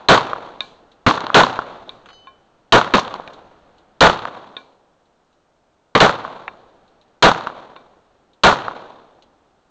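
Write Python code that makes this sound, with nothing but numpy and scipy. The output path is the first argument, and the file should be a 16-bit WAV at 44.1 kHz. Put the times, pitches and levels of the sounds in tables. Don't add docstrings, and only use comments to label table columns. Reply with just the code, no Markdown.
import sys
import numpy as np
from scipy import signal
from scipy.fft import rfft, irfft, next_fast_len
from scipy.io import wavfile

SR = 44100
rng = np.random.default_rng(int(sys.argv[2]) if len(sys.argv) > 2 else 0)


def int16_out(signal):
    q = np.round(np.clip(np.atleast_2d(signal).T, -1, 1) * 32767)
    wavfile.write(sys.argv[1], SR, q.astype(np.int16))


N = 427769
AGE = np.arange(int(1.5 * SR)) / SR
CUTOFF_HZ = 8700

# (time [s], blast [dB], hillside roll [dB], far rumble [dB])
OWN_SHOTS = [(-.43, -8, -2, 0), (0.0858, -0.5, 0, 2.5), (1.344, 1.5, 0, 4.5), (2.7228, -5.5, -1.5, 2),
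             (4.0069, 0, -1, -9.5), (6.003, -5.5, -2.5, -1), (7.2246, -2, -1.5, -1),
             (8.4355, -2.5, 0, -1.5)]
# (time [s], blast [dB], slaps [dB], hillside roll [dB],
# backstop echo delay [s], backstop echo level [dB], backstop echo pitch [Hz], far rumble [dB])
NEIGHBOUR_SHOTS = [(1.0646, 0, 0, 1.5, .2372, -6.5, 1190, -1.5),
                   (2.9381, -0.5, -4, -5, 0.26, -15, 796, 2.5),
                   (5.951, -0.5, -11.5, -4, .245, -30, 1010, 0)]
# (frequency [Hz], density [dB per Hz])
CRACK_COLOUR = [(100, -25), (700, -14), (1300, -3), (2200, -9), (3100, 0), (4200, -2), (5200, -8.5),
                (8000, -16.5)]
# (frequency [Hz], density [dB per Hz])
TICK_COLOUR = [(500, -20), (1500, -14.5), (2500, -7), (4000, 0.5), (5200, -8.5), (8000, -6.5)]


def own_pistol(shelter_db=-4, crack_db=31, boom_db=18, boom_t60=0.15, roll_db=-17):
    # (frequency [Hz], density [dB per Hz])
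    boom_colour = [(30, -30.5), (80, -20.5), (140, -6), (210, -13), (350, -7.5), (550, -1.5), (900, -3),
                   (1400, -3), (1900, -12.5), (2600, -18), (3700, -18), (5000, -22.5), (8000, -20)]
    # (time after the shot [s], pulse [dB], scatter [dB], crack [dB], rebound [dB])
    surfaces = [(.0615, 1, 0.5, -2, -2.5), (.123, -17.5, -14.5, -18.5, -7), (.185, -26, -24, -22, -3),
                (.2463, -9.5, -14, -31.5, -11.5)]
    out = np.zeros(N)
    firing_line = noise(boom_colour)
    slope = hillside(swell_s=0.33)
    for s, blast_db, hill_db, _ in OWN_SHOTS:
        crack = from_db(crack_db) * burst(CRACK_COLOUR, .002)
        reflections = mostly(firing_line, noise(boom_colour)) * dying(boom_t60)
        boom = from_db(boom_db) * reflections * lumps(depth_db=3, per_s=260)
        blast = crack + boom + from_db(shelter_db) * shelter() + slaps(surfaces, hz=1320)
        roll = mostly(slope, hillside(swell_s=0.34)) * lumps(depth_db=2.5, per_s=200)
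        add(out, s, from_db(blast_db) * blast + from_db(roll_db + hill_db) * roll)
    return out


def second_pistol(shelter_db=-12, front_db=6, boom_db=0, boom_t60=0.11, roll_db=-18):
    # (frequency [Hz], density [dB per Hz])
    blast_colour = [(30, -13), (80, -10), (180, 3), (330, -0.5), (570, 1.5), (780, -4), (1120, 3.5),
                    (1450, -3.5), (2100, -6), (3800, -14.5), (5200, -22), (8000, -29.5)]
    # (time after the shot [s], pulse [dB], scatter [dB], crack [dB], rebound [dB])
    surfaces = [(.0455, 3.5, -4, -12, -18), (.112, -21, -30, -17, 2.5), (.2025, -10.5, -24, -12.5, -22.5)]
    out = np.zeros(N)
    for s, blast_db, slaps_db, hill_db, backstop_s, backstop_db, backstop_hz, _ in NEIGHBOUR_SHOTS:
        front = from_db(front_db) * burst(blast_colour, 0.0052)
        boom = from_db(boom_db) * noise(blast_colour) * dying(boom_t60) * lumps(depth_db=1.0, per_s=200)
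        blast = front + boom + from_db(shelter_db) * shelter()
        echoes = slaps(surfaces, hz=1030)
        roll = hillside(swell_s=0.36) * lumps(depth_db=4.0, per_s=130)
        add(out, s, from_db(blast_db) * blast)
        add(out, s, from_db(slaps_db) * echoes + from_db(roll_db + hill_db) * roll)
        add(out, s + backstop_s, from_db(backstop_db) * pulse(backstop_hz))
    return out


def slaps(rows, hz, scatter_s=0.0036, rebound_s=.0295):
    # (frequency [Hz], density [dB per Hz])
    scatter_colour = [(60, -28.5), (200, -17.5), (600, -8), (950, 7.5), (1350, -3.5), (1900, -20.5),
                      (4000, -26), (8000, -37)]
    out = np.zeros(len(AGE))
    for delay, pulse_db, scatter_db, crack_db, rebound_db in rows:
        for lag, db in ((0, 0), (rebound_s, rebound_db)):
            echo = from_db(pulse_db) * pulse(hz)
            echo += from_db(scatter_db) * burst(scatter_colour, scatter_s)
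            echo += from_db(crack_db) * burst(CRACK_COLOUR, 0.0005)
            add(out, delay + lag, from_db(db) * echo)
    return out


def pulse(hz, rise=.0008):
    swell = AGE / rise * np.exp(1 - AGE / rise)
    return swell ** 2 * np.cos(2 * np.pi * hz * (AGE - rise))


def shelter():
    # (frequency [Hz], density [dB per Hz])
    shelter_colour = [(60, -23), (120, -2), (280, 0), (500, -4.5), (850, -1), (1400, -5), (2200, -13.5),
                      (3800, -9), (5500, -9), (8000, -13.5)]
    return noise(shelter_colour) * dying(t60=.3) * lumps(depth_db=4, per_s=220)


def hillside(swell_s):
    # (frequency [Hz], density [dB per Hz])
    roll_colour = [(30, -38), (70, -31), (105, -4.5), (170, -8), (260, -5), (400, -5), (550, -2), (1100, 3),
                   (1450, -1), (2000, -11), (2700, -13), (3700, -13.5), (5000, -22.5), (8000, -28)]
    # (band centre [Hz], time to fall 60 dB [s])
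    roll_decay = [(100, 0.91), (500, 1.214), (1200, 0.9), (3000, 0.89), (7000, 1.1)]
    spectrum = rfft(noise(roll_colour))
    hz = np.fft.rfftfreq(len(AGE), 1 / SR)
    centres = [f for f, t60 in roll_decay]
    out = 0
    for k, (f, t60) in enumerate(roll_decay):
        share = at_hz(list(zip(centres, np.eye(len(centres))[k])), hz)
        out = out + irfft(spectrum * share, len(AGE)) * dying(t60)
    answer = (1 + np.tanh((AGE - swell_s) / .02)) / 2
    return out * (1 + from_db(-7) * answer)


def mostly(same, fresh):
    return np.sqrt(2 / 3) * same + np.sqrt(1 / 3) * fresh


def lumps(depth_db, per_s):
    knots = rng.standard_normal(SR // 10)
    gain = from_db(depth_db * np.interp(AGE * per_s, np.arange(len(knots)), knots))
    return gain / np.sqrt(np.mean(gain ** 2))


def cases(scatter_db=-25):
    # (time [s], knock [dB], click [dB], ring [dB])
    landings = [(0.606, -26, -13, -28.5), (1.8929, -49, -23.5, -43), (2.271, -41.5, -55, -34),
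                (3.2766, -27.5, -38, -54), (4.567, -29, -23, -30.5), (6.4793, -16.5, -40, -40),
                (7.763, -33.5, -44, -39)]
    # (frequency [Hz], level before tilt and scatter [dB], time to fall 60 dB [s])
    bench_modes = [(1070, -1, .15), (1470, -10, .14), (1670, -13, .12), (2335, -16, .22), (2372, -16, .18),
                   (3600, -16, .11), (3810, -18, .12), (4290, -21, .12)]
    # (frequency [Hz], density [dB per Hz])
    knock_colour = [(60, -9), (200, 6), (600, 19), (1100, 19.5), (1800, 14), (2700, 16), (4000, -38),
                    (8000, -36)]
    click_colour = [(200, -20), (1050, 18.5), (1500, -2), (2100, 6), (2500, 18), (2950, -1.5), (3700, 27),
                    (4400, 0), (5200, -28), (8000, -25)]
    # (time [s], contact [dB], ring [dB])
    bounces = [(2.0587, -37.5, -55), (2.0879, -37.5, -50.5), (2.103, -40, -66), (2.13, -46, -47)]
    # (frequency [Hz], density [dB per Hz])
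    contact_colour = [(300, -28), (1100, -0.5), (1500, 0), (2100, -9), (3200, -9), (4500, -22), (8000, -17)]
    # (frequency [Hz], level before scatter [dB], time to fall 60 dB [s])
    brass_modes = [(3019, -1, .7), (3022, -1, .7), (3865, -5, .45), (4317, -5, .45), (4893, -6, .36),
                   (6223, -6, .4), (6923, -12, .3)]
    knock_s, click_s, rattle_s, contact_s = 0.0034, 0.0036, 0.076, 0.0088
    out = np.zeros(N)
    for s, knock_db, click_db, ring_db in landings:
        tilt_db = 2.5 + .18 * (click_db - ring_db)
        knock = burst(knock_colour, knock_s)
        click = burst(click_colour, click_s) + from_db(scatter_db) * burst(TICK_COLOUR, rattle_s)
        add(out, s, from_db(knock_db) * knock + from_db(click_db) * click)
        add(out, s, from_db(ring_db) * ring(bench_modes, tilt_db))
    for s, contact_db, ring_db in bounces:
        add(out, s, from_db(contact_db) * burst(contact_colour, contact_s))
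        add(out, s, from_db(ring_db) * ring(brass_modes))
    return out


def ring(modes, tilt_db=0):
    out = 0
    for k, (hz, db, t60) in enumerate(modes):
        octaves = np.log2(hz / modes[0][0])
        level = from_db(db + tilt_db * octaves + 2 * rng.standard_normal())
        out = out + (-1) ** k * level * np.sin(2 * np.pi * hz * AGE) * dying(t60)
    return out


def ticks(faint_per_s=0.74, faint_db=-59):
    # (time [s], level [dB])
    clear_ticks = [(0.916, -46.5), (3.333, -38), (3.782, -48.5), (5.055, -61), (5.328, -58), (6.878, -54),
                   (7.013, -50), (8.333, -52), (9.223, -44)]
    out = np.zeros(N)
    for s, db in clear_ticks:
        add(out, s, from_db(db) * burst(TICK_COLOUR, 0.013))
    for slot, (place, size) in enumerate(rng.random((40, 2))):
        s = min((slot + place) / faint_per_s, N / SR)
        add(out, s, from_db(faint_db) * (.5 + size) * burst(TICK_COLOUR, .009))
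    return out


def air(air_db=-62.5, rumble_db=-46.5, rise_s=.2, rumble_t60=4.0):
    # (frequency [Hz], density [dB per Hz])
    air_colour = [(20, -5), (40, -4.5), (100, -7), (180, -4.5), (400, -3), (750, -1.5), (1000, -6.5),
                  (1400, -8.5), (2000, -17), (4000, -22), (8000, -25.5)]
    power = from_db(air_db) ** 2
    for s, *_, far_db in OWN_SHOTS + NEIGHBOUR_SHOTS:
        age = np.maximum(np.arange(N) / SR - s, 0)
        rumble = (1 - np.exp(-age / rise_s)) * np.exp(-np.log(1000) * age / rumble_t60)
        power = power + (from_db(rumble_db + far_db) * rumble) ** 2
    return np.sqrt(power) * noise(air_colour, size=N)


def from_db(db):
    return 10 ** (np.asarray(db) / 20)


def at_hz(points, hz):
    f, value = np.transpose(points)
    return np.interp(np.log(np.maximum(hz, 1)), np.log(f), value)


def noise(spectrum, size=len(AGE)):
    padded = next_fast_len(size)
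    hz = np.fft.rfftfreq(padded, 1 / SR)
    white = rfft(rng.standard_normal(padded))
    x = irfft(white * from_db(at_hz(spectrum, hz)), padded)[:size]
    return x / x.std()


def burst(spectrum, length):
    fade = np.exp(-AGE[:SR // 5] / length)
    x = noise(spectrum, size=len(fade)) * fade
    x = x * np.sqrt(np.sum(fade ** 2) / np.sum(x ** 2))
    return np.pad(x, (0, len(AGE) - len(x)))


def dying(t60):
    return np.exp(-np.log(1000) * AGE / t60)


def add(out, s, sound):
    at = int(round(s * SR))
    first, last = max(at, 0), min(at + len(sound), len(out))
    out[first:last] += sound[first - at:last - at]


def overload(x, top, lift_db, lift_s):
    fine = signal.resample_poly(x, 2, 1, axis=-1)
    keep = np.exp(-1 / (2 * SR * lift_s))
    strain = signal.lfilter([1 - keep], [1, -keep], (np.abs(fine) > top) + 1e-18)
    ceiling = top * from_db(lift_db * strain)
    return signal.resample_poly(np.clip(fine, -ceiling, ceiling), 1, 2, axis=-1)


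def scene():
    return (own_pistol() + second_pistol() + cases() + ticks() + air())[None]


def record(dry, hiss_db=-71):
    # (frequency [Hz], gain [dB])
    recorder_colour = [(100, 2), (1500, 0), (2200, -2.5), (3300, 0.5), (4300, 0.5), (4900, -11.5),
                       (6500, -8), (7600, -16), (8500, -28)]
    heard = signal.sosfilt(signal.butter(4, CUTOFF_HZ, fs=SR, output="sos"), dry)
    flat = overload(heard, top=0.54, lift_db=1.5, lift_s=0.034)
    hz = np.linspace(0, SR / 2, 513)
    colour = signal.firwin2(129, hz, from_db(at_hz(recorder_colour, hz)), fs=SR)
    coloured = signal.fftconvolve(flat, colour[None], mode="same", axes=-1)
    white = from_db(hiss_db) * rng.standard_normal(N)
    hiss = signal.sosfilt(signal.butter(6, 7400, fs=SR, output="sos"), white)
    top_cut = signal.ellip(10, .2, 70, CUTOFF_HZ, fs=SR, output="sos")
    return signal.sosfilt(top_cut, coloured + hiss)


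dry = scene()
out = record(dry)
int16_out(out)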